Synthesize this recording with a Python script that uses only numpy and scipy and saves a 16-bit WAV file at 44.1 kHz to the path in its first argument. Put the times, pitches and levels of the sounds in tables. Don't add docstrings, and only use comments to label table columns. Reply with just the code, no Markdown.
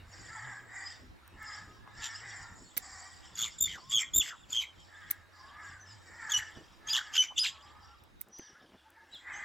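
import sys
import numpy as np
from scipy import signal
from scipy.fft import rfft, irfft, next_fast_len
from scipy.io import wavfile
from scipy.ndimage import uniform_filter1d, map_coordinates

SR = 44100
rng = np.random.default_rng(int(sys.argv[2]) if len(sys.argv) > 2 else 0)


def attenuation_scalar(level_db):
    decades = np.asarray(level_db, float) / 20
    return 10 ** decades


def pcm_store(signal):
    levels = np.round(np.clip(np.atleast_2d(signal), -1, 1) * 32767)
    wavfile.write(sys.argv[1], SR, levels.astype(np.int16).T)


N = 416304
TIME = np.arange(N) / SR

# frequency in Hz, density in dB per Hz.
WIDE_AIR = [(15, -38.5), (25, -6), (70, -1.5), (212, -10), (326, -11), (503, -16.5), (1260, -17),
            (1840, -18.5), (3250, -28.5), (3720, -25), (7310, -45.5), (12500, -42), (16000, -39.5)]
# frequency in Hz, density in dB per Hz.
CENTRE_AIR = [(15, -29.5), (25, -11.5), (102, -13), (175, -23), (335, -8), (427, -24), (503, -11),
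              (575, -14), (887, -9.5), (1560, -12.5), (2220, -18.5), (3340, -20.5), (4870, -23.5),
              (6210, -27), (16000, -39)]
# time in seconds, level in dB.
GARDEN_LEVEL = [(0, -62), (2.5, -61.5), (5, -64.5), (8.2, -64), (8.45, -95), (9.05, -101.5), (9.25, -71.5),
                (9.44, -63.5)]
# time in seconds, pitch in Hz, level in dB.
ENGINE_HUM = [(0.0, 97.8, -56), (0.47, 119.4, -56), (0.72, 110, -68), (0.88, 92.6, -59.5),
              (1.13, 89.9, -70), (1.25, 79.8, -61), (1.71, 98.9, -64.5), (2.45, 115, -56.5),
              (2.6, 89.94, -76), (2.87, 76.9, -64), (4.4, 86.7, -77.5), (4.63, 77.5, -63),
              (5.07, 95, -64.5), (5.63, 78.1, -63.5), (5.81, 100.1, -55.5), (6.18, 82, -65),
              (6.52, 88, -62.5), (6.7, 78, -71.5), (7.86, 75.9, -64.5), (8.3, 79.3, -77.5),
              (9.44, 80.3, -74)]
# frequency in Hz, level in dB at the start.
THIN_TONES = [(1900, -91), (3800, -76)]
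# start in seconds, hold in seconds, level in dB.
SOIL_SCUFFS = [(6.57, 0.034, -55.5), (8.28, 0.02, -60.5), (8.393, .01, -60), (8.5, 0.05, -69),
               (8.628, 0.025, -59.5), (8.722, 0.016, -60.5), (8.872, 0.012, -77), (9.025, .012, -70),
               (9.138, .012, -67)]
# start in seconds, hold in seconds, level in dB.
LOW_THUMPS = [(3.63, .03, -55.5), (4.16, 0.036, -44.5), (6.57, 0.014, -57)]
# start in seconds, hold in seconds, then mid, high and low voices in dB.
FLOCK_BURSTS = [(0.14, .15, -59.5, -59, -67.5), (0.35, .2, -65, -58, -67), (0.753, .08, -63.5, -54.5, -72),
                (0.88, .06, -56, -64.5, -60), (1.444, .05, -60.5, -57.5, -67.5),
                (1.534, .06, -58, -60.5, -63.5), (1.745, .02, -68.5, -80, -71),
                (1.986, .2, -54.5, -58.5, -59), (2.284, .13, -56, -55.5, -65),
                (2.578, .03, -65, -60.5, -83.5), (2.667, .07, -80, -65.5, -68.5),
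                (2.841, .14, -54, -53.5, -79), (3.019, .13, -61, -61, -72), (3.257, .02, -61, -61, -61),
                (3.383, .01, -64.5, -66, -69), (3.491, .05, -60, -59, -63), (3.787, .07, -60.5, -68, -68),
                (4.34, .02, -75, -67, -63), (4.426, .05, -85, -77, -85), (4.66, .03, -77, -80, -81),
                (4.802, .05, -65.5, -69, -71), (4.949, .08, -73, -71, -68), (5.083, .06, -72, -70, -70.5),
                (5.366, .03, -63, -75.5, -71), (5.469, .04, -74, -74, -63.5), (5.65, .06, -64.5, -61, -66),
                (5.892, .06, -66.5, -65, -67), (6.062, .1, -66.5, -64.5, -90),
                (6.217, .07, -61.5, -59, -69), (6.418, .05, -59.5, -61, -59.5),
                (6.56, .18, -68, -76, -70.5), (7.012, .05, -61.5, -62, -76),
                (7.128, .01, -68.5, -71.5, -62.5), (7.52, .03, -78, -73, -81), (7.636, .06, -74, -73, -68),
                (7.833, .02, -64, -75.5, -80), (7.888, .02, -93, -83, -67), (7.99, .02, -76.5, -87, -90.5),
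                (8.364, .11, -65.5, -79.5, -68.5), (8.547, .3, -82, -106, -72),
                (9.135, .04, -71, -68.5, -65), (9.33, .11, -70.5, -61.5, -60.5)]
# start in seconds, hold in seconds, level in dB, first pitch in Hz, top pitch in Hz.
FAR_GLIDES = [(1.67, 0.095, -64, 1235, 1291), (3.83, 0.21, -64, 1020, 1316), (5.4, 0.27, -60, 1039, 1341),
              (7.5, .45, -68, 1083, 1383)]
# start in seconds, hold in seconds, level in dB,
# first and last pitch in Hz.
HIGH_NOTES = [(.868, 0.003, -42, 5020, 4980), (1.465, 0.026, -55, 5250, 4965),
              (1.532, .01, -50.5, 4998, 5070), (2.153, 0.0051, -46.5, 5030, 5300),
              (2.66, 0.022, -66, 4308, 4430), (5.81, 0.031, -58.5, 6150, 6000),
              (5.875, 0.052, -60.5, 5260, 4970), (6.435, 0.055, -70, 2930, 2790),
              (8.335, .03, -57.5, 5940, 5815), (8.39, .012, -55.5, 6010, 6096),
              (8.43, .07, -64.5, 5930, 5750), (9.135, 0.029, -51.5, 3950, 3240),
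              (9.345, 0.025, -56, 6130, 6560)]
# start in seconds, hold in seconds, level in dB, first and last pitch in Hz.
LOW_NOTES = [(8.557, 0.0047, -59, 1374, 1500), (8.862, 0.018, -65, 880, 888), (8.975, 0.011, -63, 894, 913),
             (9.028, .01, -65, 903, 900)]
# start in seconds, hold in seconds, level in dB, strongest overtone in Hz, lower overtones in dB.
CROW_CAWS = [(.13, 0.18, -53, 1955, -11.5), (.36, .17, -42, 1688, -11), (.74, .1, -43, 1963, -12.5),
             (1.41, .17, -45, 1703, -10), (1.86, 0.032, -59, 1731, -2), (2.0, .12, -43, 1774, -13.5),
             (2.24, 0.088, -44, 1982, -12.5), (2.4, .1, -54, 1848, -4), (2.84, .22, -52, 1940, -3.5),
             (3.25, .08, -61, 1862, -2), (4.93, 0.2, -50.5, 1720, -17), (5.38, .17, -58, 1641, -2),
             (5.6, .12, -48, 1616, -13), (5.85, 0.095, -62.5, 1760, -3), (6.08, .12, -53, 1897, -7.5),
             (6.23, .11, -41, 1713, -12), (6.41, .1, -54, 1770, -13), (6.87, .13, -47, 1738, -12.5),
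             (7.06, .07, -54, 1658, -9.5), (7.53, 0.358, -66, 1713, 4.5), (8.42, 0.16, -59.5, 1722, -20),
             (8.96, 0.019, -58, 1719, -16), (9.07, .04, -65.5, 1653, -24), (9.285, .16, -39, 2041, -13.5)]
# time in seconds, level in dB, ring in Hz, left over right in dB, crunch in dB.
SHEAR_SNIPS = [(2.777, -13.5, 14000, -3.5, -10), (5.111, -14.5, 13500, 2.5, -17.5),
               (8.2135, -27, 13490, -9, -27)]
# frequency in Hz, level in dB, 60 dB decay in seconds.
BLADE_RINGS = [(2130, -18.5, 0.019), (10100, -6, 0.00626), (12600, 0, 0.0049), (13500, -0.5, 0.0064),
               (15000, -10.5, 0.017)]
# time in seconds, level in dB, left over right in dB.
LEAF_TICKS = [(1.278, -38, -4.5), (1.4284, -44, 19), (6.51, -51.5, 0.5), (6.576, -60, -3),
              (8.0376, -43.5, -1), (8.2854, -46, 7), (8.387, -37.5, 7), (8.9035, -43.5, 2),
              (9.148, -44.5, 1)]
# time in seconds, level in dB, pitch in Hz, left over right in dB.
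SOFT_KNOCKS = [(1.876, -38, 1083, 2), (6.573, -40.5, 241.3, -9), (8.395, -34, 351, 0.0),
               (8.5, -53, 383, 0.0), (8.53, -48, 151, 0.0), (8.626, -48, 273, 1), (8.72, -50, 308, 0.0),
               (8.744, -51, 339, 0.0), (9.096, -59.5, 872, 0.0), (9.146, -51, 277, 0.0)]
# time in seconds, pitch in Hz, level in dB, octave in dB.
WHISTLE_STRETCHES = [
    [(2.02, 3530, -56, -46), (2.05, 3670, -56, -47), (2.066, 3590, -50, -46), (2.08, 3550, -49, -42),
     (2.095, 3600, -60, -52)],
    [(3.355, 3525, -45, -35), (3.375, 3397, -56, -46), (3.39, 3460, -32, -26.5), (3.402, 3410, -32, -29.5),
     (3.425, 3480, -26.5, -25), (3.44, 3390, -25, -32), (3.455, 3590, -47, -38), (3.485, 3550, -57, -42)],
    [(3.584, 3510, -48, -41), (3.594, 3640, -46, -36), (3.602, 3520, -56, -47), (3.609, 3510, -37, -23.5),
     (3.628, 3645, -35, -20.5), (3.648, 3550, -28.5, -22.5), (3.66, 3530, -28, -32),
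     (3.675, 3490, -37, -41), (3.695, 3100, -39, -63), (3.725, 3080, -39, -66), (3.76, 3150, -51, -55)],
    [(3.897, 3636, -58, -38), (3.912, 3546, -35, -35), (3.925, 3296, -26.5, -41), (3.942, 3323, -18.5, -30),
     (3.963, 3290, -19.5, -24.5), (3.983, 3250, -17, -31), (3.995, 3130, -28, -39), (4.005, 3620, -49, -32),
     (4.025, 3750, -61, -33)],
    [(4.136, 3360, -35, -32.5), (4.15, 3530, -36, -23.5), (4.168, 3660, -32, -18.5),
     (4.187, 3630, -33, -18.5), (4.203, 3530, -27.5, -26), (4.215, 3330, -21, -35),
     (4.226, 3320, -28.5, -55), (4.24, 3290, -48.5, -53), (4.275, 3210, -42.5, -61),
     (4.305, 3510, -48.5, -52)],
    [(4.505, 3560, -63, -35), (4.52, 3620, -57, -46), (4.528, 3450, -28.5, -20.5),
     (4.539, 3180, -29, -43.5), (4.568, 3235, -23, -37), (4.59, 3198, -22, -35), (4.606, 3083, -24, -37),
     (4.615, 3070, -44, -46)],
    [(6.296, 3236, -48.5, -36), (6.312, 3298, -38, -39), (6.321, 3440, -26, -26), (6.329, 3270, -31, -30.5),
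     (6.336, 2986, -28, -29.5), (6.35, 2958, -27, -23), (6.37, 2958, -27, -27), (6.384, 3015, -41, -44),
     (6.392, 3065, -42, -46)],
    [(6.872, 3195, -55, -36), (6.888, 3255, -32.5, -39), (6.9, 3290, -33.5, -41.5)],
    [(6.901, 4750, -30, -62), (6.914, 4940, -24.5, -60), (6.931, 4810, -33, -56)],
    [(6.932, 3420, -24.5, -26), (6.955, 3166, -22.5, -34), (6.975, 3250, -25, -31), (6.995, 3224, -36, -53)],
    [(7.138, 3126, -36, -34), (7.156, 3200, -38.5, -52), (7.167, 3167, -26, -41), (7.182, 3004, -19, -31),
     (7.193, 3032, -18.5, -27.5), (7.207, 3003, -21, -24.5), (7.22, 3004, -24.5, -25),
     (7.232, 3110, -36, -33.5), (7.252, 3020, -42, -53)],
    [(7.362, 3540, -43, -74), (7.376, 3300, -35.5, -45), (7.381, 3140, -22.5, -26),
     (7.392, 3535, -22.5, -31.5)],
    [(7.393, 4870, -23.5, -39), (7.414, 5110, -23, -41.5), (7.438, 4945, -26.5, -46)],
    [(7.439, 3370, -27, -34), (7.46, 3360, -24, -35.5), (7.478, 3363, -28.5, -48), (7.5, 3243, -41.5, -52)],
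]
# first crest in seconds, length in seconds (rounded to whole throbs),
# throbs per second, depth (kept within 0-1), glide within a throb in Hz before scaling.
THROB_RUNS = [(2.027, .06, 130, 0.73, -3.5), (3.3575, .125, 116, 0.89, 94), (3.592, .011, 160, .8, 32.5),
              (3.6092, .05, 58, 1, 29.5), (3.663, .09, 95, 0.72, -150), (3.9034, .115, 112, 0.86, -50.5),
              (4.148, .054, 55, .9, 50), (4.213, .09, 150, 0.73, 97), (4.506, .1, 117, 0.74, -21),
              (6.3034, .019, 120, 0.84, 53.5), (6.321, .024, 42, 1, -20), (6.346, .024, 39, 0.8, -19.5),
              (6.877, .022, 95, .7, -0.5), (6.907, .022, 98, .4, 55), (6.9348, .056, 125, .8, -350),
              (7.144, .036, 82, .95, -200), (7.18, .05, 72, .3, -1.5), (7.2304, .02, 110, 0.9, -48.5),
              (7.37, .02, 95, 0.38, 201.5), (7.399, .036, 111, 0.54, 52), (7.4364, .055, 190, 0.71, -300)]
# start in seconds, hold in seconds, level in dB.
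BREATHS = [(2.035, .03, -55), (3.378, 0.086, -53.5), (3.64, 0.033, -63), (3.694, 0.062, -65.5),
           (3.92, .01, -50.5), (3.988, 0.029, -53.5), (4.152, 0.038, -63.5), (4.222, 0.072, -57.5),
           (4.509, 0.064, -60.5), (4.61, 0.017, -57), (6.305, .035, -56.5), (6.378, 0.0092, -51.5),
           (6.893, 0.011, -53.5), (6.938, 0.041, -49), (7.157, 0.0094, -46), (7.23, 0.01, -54.5),
           (7.386, 0.0047, -53), (7.435, 0.046, -52)]
# frequency in Hz, density in dB per Hz.
BREATH_COLOUR = [(530, -46.5), (900, -13.5), (1440, -14.5), (1900, -16), (2450, -8.5), (2890, -4.5),
                 (3260, -6), (4460, -7), (5480, -9.5), (6410, -9), (7580, -2.5), (8660, -46), (10100, -38),
                 (13200, -31), (16000, -67.5)]
# start in seconds, hold in seconds, level in dB, first and last pitch in Hz.
CHIRP_CROAKS = [(3.447, .03, -46.5, 2310, 2026), (3.67, 0.11, -48, 2130, 1101),
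                (3.997, .035, -41.5, 2355, 2100), (4.228, .115, -50.5, 1988, 1116),
                (4.625, .015, -43.5, 2320, 2257), (6.393, .025, -43, 1876, 1810),
                (6.977, .03, -43, 1714, 1585), (7.222, .025, -44.5, 2312, 2153),
                (7.31, .012, -52.5, 991, 1051), (7.442, .03, -49, 1570, 1862)]
# delay in seconds, level in dB.
WALL_ECHOES = [(.106, -27), (.23, -33)]


def unit(x):
    return x / np.sqrt(np.mean(x ** 2) + 1e-20)


def along(points, hz):
    f, v = np.transpose(points)
    return np.interp(np.log(hz + 1), np.log(f + 1), v)


def wobble(rate):
    return map_coordinates(rng.standard_normal(int(N * rate / SR) + 4), [TIME * rate])


def filtered(x, response):
    m = next_fast_len(N + 8192)
    return irfft(rfft(x, m) * response(np.fft.rfftfreq(m, 1 / SR)), m)[..., :N]


def ring(f, hz, width):
    return 1j * f * width / (hz * hz - f * f + 1j * f * width)


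def cycles(hz):
    return 2 * np.pi * np.cumsum(hz, axis=-1) / SR


def phrases(tables, ramp=0.0075):
    s, *cols = np.transpose(np.concatenate(sorted(tables)))
    gate = sum(np.clip(np.minimum(TIME - p[0][0], p[-1][0] - TIME) / ramp + .5, 0, 1) for p in tables)
    return [np.interp(TIME, s, c) for c in cols], np.minimum(gate, 1)


def swells(rows, rise_s, fall_s):
    fade_db = 20
    gain, weight, cols = np.zeros(N), np.zeros(N), np.zeros((len(rows[0]) - 2, N))
    for s, hold_s, db, *rest in rows:
        at = slice(max(int((s - 2 * rise_s) * SR), 0), int((s + hold_s + 2 * fall_s) * SR))
        t = TIME[at] - s
        outside = np.maximum(np.maximum(-t / rise_s, (t - hold_s) / fall_s), 0)
        g = attenuation_scalar(db - fade_db * outside)
        progress = np.clip(t / max(hold_s, 1e-3), 0, 1)
        gain[at] += g
        weight[at] += g * g
        cols[:, at] += g * g * np.array([progress, *np.outer(rest, np.ones_like(t))])
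    return gain, *(cols / (weight + 1e-30))


def air(spectrum, patchy_db):
    z = signal.stft(rng.standard_normal(N + 512), nperseg=512)[2]
    field = uniform_filter1d(uniform_filter1d(rng.standard_normal(z.shape), 6, 0), 12, 1)
    patchy = signal.istft(z * attenuation_scalar(patchy_db * unit(field)), nperseg=512)[1][:N]
    return unit(filtered(patchy, lambda hz: attenuation_scalar(along(spectrum, hz))))


def trees(x, t60, wet_db):
    out, step, t = np.zeros(N + SR), SR // 3, np.arange(SR // 2) / SR
    for k in range(0, N, step):
        tail = rng.standard_normal(len(t)) * attenuation_scalar(-60 * t / t60)
        wet = signal.fftconvolve(x[k:k + step], tail / np.linalg.norm(tail))
        out[k:k + len(wet)] += wet
    return x + attenuation_scalar(wet_db) * filtered(out[:N], lambda f: 1 / (1 + (f / 9000) ** 4))


def add(out, s, sound, pan_db, lead_ms=0.):
    for ear, side in enumerate((1, -1)):
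        at = round(s * SR) + ear * round(lead_ms * SR / 1000)
        out[ear, at:at + len(sound)] += attenuation_scalar(side * pan_db / 2) * sound


def background():
    level = attenuation_scalar(np.interp(TIME, *np.transpose(GARDEN_LEVEL)))
    side = level * attenuation_scalar(1.5 * wobble(12)) * air(WIDE_AIR, patchy_db=2.5)
    mid = level * attenuation_scalar(0.5) * air(WIDE_AIR, patchy_db=5.5)
    (hz, db), _ = phrases([ENGINE_HUM])
    hum = attenuation_scalar(db - 0.5 + 2.8 * wobble(13)) * np.sin(cycles(hz + 8 * wobble(25)))

    def thin_tones():
        return sum(attenuation_scalar(tone_db + 3.5 * wobble(12.0)) * np.sin(cycles(tone_hz + 4 * wobble(24)))
                   for tone_hz, tone_db in THIN_TONES)

    tones = np.array([thin_tones(), thin_tones()])
    centre = attenuation_scalar(-67 + 2.2 * wobble(1.377)) * air(CENTRE_AIR, patchy_db=2.5) + hum
    opposed = np.array([side * attenuation_scalar(-1.8), -side * attenuation_scalar(2.5)])
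    return centre + mid + opposed + tones * level / level[0]


def scuff():
    grit = attenuation_scalar(4.2 * wobble(70)) * rng.standard_normal(N)
    grit = unit(filtered(grit, lambda f: ring(f, 260, 640) ** 2))
    rustle = swells(SOIL_SCUFFS, rise_s=0.029, fall_s=0.056)[0] * grit
    thumps = unit(filtered(rng.standard_normal((2, N)), lambda f: ring(f, 70, 260) ** 2))
    return rustle + swells(LOW_THUMPS, rise_s=0.046, fall_s=.04)[0] * thumps


def twitter(hz, spread_hz, count, wash):
    when, pitch, slide, life, size = rng.random((count, 5)).T
    t = np.arange(1400) / SR
    span = (0.0087 + .02 * life)[:, None]
    start_hz = (hz + spread_hz * (2 * pitch - 1))[:, None]
    slide_hz = (1800 * (slide - .7))[:, None]
    turn = 2 * np.pi * (start_hz * t + slide_hz * (t * t / (2 * span) - t / 2))
    shape = np.sin(np.pi * np.minimum(t / span, 1)) ** 2
    each = attenuation_scalar(10 * size)[:, None] * shape * np.sin(turn)
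    at = (when * N).astype(int)[:, None] + np.arange(1400)
    together = np.bincount(at.ravel(), each.ravel(), N)[:N]
    band = filtered(rng.standard_normal(N), lambda f: np.exp(-((f - hz) / (1.46 * spread_hz)) ** 2))
    return unit(unit(together) + wash * unit(band))


def flock():
    s, hold_s, *levels_db = np.transpose(FLOCK_BURSTS)
    mid, high, low = (swells(np.transpose([s, hold_s, db]), rise_s=0.074, fall_s=0.13)[0] for db in levels_db)
    mid = mid * twitter(5150, 650, count=900, wash=.75)
    high = high * twitter(7350, 520, count=1200, wash=.85)
    low = low * twitter(3250, 500, count=500, wash=.7)
    return trees(attenuation_scalar(-1.5) * (mid + high + low), t60=.18, wet_db=-5)


def whistles(gain, hz, shake_hz, wet_db):
    tone = gain * attenuation_scalar(5.5 + 1.6 * wobble(60)) * np.sin(cycles(hz + shake_hz * wobble(200)))
    return trees(tone, t60=.3, wet_db=wet_db)


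def glides():
    top_at, drop_hz = 0.96, 230
    gain, u, first_hz, top_hz = swells(FAR_GLIDES, rise_s=.04, fall_s=0.036)
    climb = np.minimum(u / top_at, 1)
    drop = np.maximum(u - top_at, 0) / (1 - top_at)
    hz = first_hz + (top_hz - first_hz) * climb ** 1.3 - drop_hz * drop ** 1.8
    return whistles(gain, hz, 6.64, wet_db=-4.5)


def notes(rows, shake_hz, wet_db):
    gain, u, first_hz, last_hz = swells(rows, rise_s=0.021, fall_s=0.022)
    return whistles(gain, first_hz + (last_hz - first_hz) * u, shake_hz, wet_db)


def crows():
    gain, u, hz, low_db = swells(CROW_CAWS, rise_s=.07, fall_s=.16)
    hz = np.maximum(hz + 60 * (.5 - u), 900)
    pitch = uniform_filter1d(hz / np.round(hz / 420), size=800)
    turn = cycles(pitch + 15 * wobble(120) + 5 * wobble(25))
    top = np.zeros(N)
    for k in range(3, 9):
        favour_db = np.maximum(-11 * ((k * pitch - hz) / 420) ** 2, -30)
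        top += attenuation_scalar(favour_db + 3.3 * wobble(40)) * np.sin(k * turn)
    top_hiss = filtered(rng.standard_normal(N), lambda f: ring(f, 1800, 700) ** 3)
    top = unit(top) + .75 * unit(top_hiss)
    low = attenuation_scalar(3 * wobble(40)) * np.sin(2 * turn) + attenuation_scalar(-4.5 + 5.7 * wobble(40)) * np.sin(3 * turn)
    low_hiss = filtered(rng.standard_normal(N), lambda f: ring(f, 1000, 600) ** 2)
    low = unit(low) + 1.1 * unit(low_hiss)
    caw = gain * attenuation_scalar(-7.0) * (top + attenuation_scalar(low_db) * low)
    caw = filtered(caw, lambda f: 1 / (1 + (f / 2400) ** 14) + 0.074)
    return trees(caw, t60=0.33, wet_db=-4.5)


def hands():
    out, t = np.zeros((2, N + SR)), np.arange(3000) / SR

    def bright():
        return np.diff(rng.standard_normal(len(t) + 1))

    for s, db, hz, pan_db, crunch_db in SHEAR_SNIPS:
        clack = sum(attenuation_scalar(level + rng.normal(0, 0.96) - 60 * t / t60) * np.sin(2 * np.pi * f * t)
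                    for f, level, t60 in BLADE_RINGS)
        clack += 1.3 * attenuation_scalar(-60 * t / 0.0084) * np.sin(2 * np.pi * hz * t)
        clack += bright() * (0.24 * attenuation_scalar(-60 * t / .02) + 0.027 * attenuation_scalar(-60 * t / 0.1))
        add(out, s, attenuation_scalar(db - 3) * np.minimum(t / .0003, 1) * clack, pan_db, lead_ms=.023)
        add(out, s - .003, attenuation_scalar(db - 15.5) * clack, pan_db)
        grains = 0.3 + (rng.random(len(t)) < .03) * 1.0
        crunch = rng.standard_normal(len(t)) * attenuation_scalar(-60 * t / 0.1) * grains
        add(out, s - .0105, attenuation_scalar(db + crunch_db) * uniform_filter1d(crunch, size=3), pan_db, lead_ms=.5)
    for s, db, pan_db in LEAF_TICKS:
        add(out, s, attenuation_scalar(db - 12.5 - 60 * t / 0.01) * bright(), pan_db)
    for s, db, hz, pan_db in SOFT_KNOCKS:
        body = np.sin(2 * np.pi * hz * t) * attenuation_scalar(-60 * t / 0.027)
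        dull = np.convolve(rng.standard_normal(len(t)), np.hanning(24) / 12, 'same')
        add(out, s, attenuation_scalar(db - 2.5) * (body + 2.7 * dull * attenuation_scalar(-60 * t / 0.014)), pan_db)
    return out[:, :N]


def throbbing():
    dip_s = 0.0051
    hoarse_hz, smooth_rate = 5.5, 108
    gain, bend_hz, deep, scatter_hz = np.ones(N), np.zeros(N), np.zeros(N), np.zeros(N)
    for s, length, rate, depth, glide_hz in THROB_RUNS:
        at = slice(round(s * SR), round((s + round(length * rate) / rate) * SR))
        turn = np.pi * rate * (TIME[at] - s)
        narrow = max(.5 / (rate * dip_s) ** 2, 1)
        deep[at] = np.clip(depth, 0, 1)
        gain[at] *= 1 - deep[at] * abs(np.sin(turn)) ** narrow
        bend_hz[at] += glide_hz * np.sin(2 * turn)
        scatter_hz[at] = abs(glide_hz) + hoarse_hz * max(rate - smooth_rate, 0)
    return uniform_filter1d([gain, bend_hz, deep, scatter_hz], size=40)


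def near_bird():
    (hz, db, octave_db), gate = phrases(WHISTLE_STRETCHES, ramp=.004)
    throb, bend_hz, deep, scatter_hz = throbbing()
    uneven = attenuation_scalar(1.5 * deep * [wobble(130), wobble(130)])
    first = gate * throb * attenuation_scalar(db + 0.37) * uneven[0]
    octave = gate * throb * attenuation_scalar(octave_db - 0.4) * uneven[1]
    turn = cycles(hz + .6 * bend_hz + (18 + .65 * scatter_hz) * wobble(350))
    whistle = first * np.sin(turn) + octave * np.sin(2 * turn)
    whistle += (attenuation_scalar(-29) * octave + attenuation_scalar(-42.5) * first) * np.sin(3 * turn)
    whistle += attenuation_scalar(-40) * first * np.sin(4 * turn)
    beak = np.exp(-((4 * hz - 14600) / 1500) ** 2)
    whistle += attenuation_scalar(13.5) * beak * octave ** 2 * np.sin(4 * turn)

    breath, _ = swells(BREATHS, rise_s=0.022, fall_s=0.028)
    hiss = attenuation_scalar(1.6 * wobble(220)) * air(BREATH_COLOUR, patchy_db=4.5)
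    hiss = filtered(hiss, lambda f: (1 + 5.6 * abs(ring(f, 11700, 680)) ** 2)
                    * (1 - 0.62 * abs(ring(f, 4070, 630)) ** 2))
    rasp = attenuation_scalar(15) * breath * throb ** 0.35 * unit(hiss)

    gain, u, first_hz, last_hz = swells(CHIRP_CROAKS, rise_s=0.014, fall_s=.03)
    fall_hz = first_hz + (last_hz - first_hz) * u ** 3.1
    croak = gain * attenuation_scalar(3 + 4.5 * wobble(260)) * np.sin(cycles(fall_hz + 165 * wobble(600)))

    thud = filtered(octave ** 2, lambda f: ring(f, 200, 500) * ring(f, 380, 500))
    voice = whistle + rasp + croak
    echoes = sum(attenuation_scalar(echo_db) * np.pad(voice, (round(s * SR), 0))[:N] for s, echo_db in WALL_ECHOES)
    echoes = filtered(echoes, lambda f: 1 / (1 + (f / 6000) ** 6))
    return trees(voice, t60=0.22, wet_db=-10.5) + trees(echoes, t60=0.09, wet_db=-17.5) + attenuation_scalar(11.5) * thud


def scene():
    far_birds = flock() + glides() + notes(HIGH_NOTES, 105, wet_db=-5) + notes(LOW_NOTES, 9.8, wet_db=-9)
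    return background() + scuff() + far_birds + crows() + hands() + near_bird()


def top_cut(x):
    return signal.sosfilt(signal.butter(12, 16670, fs=SR, output="sos"), x)


def record(dry):
    limited = filtered(dry, lambda hz: hz < 16600)
    return top_cut(limited)


dry = scene()
out = record(dry)
pcm_store(out)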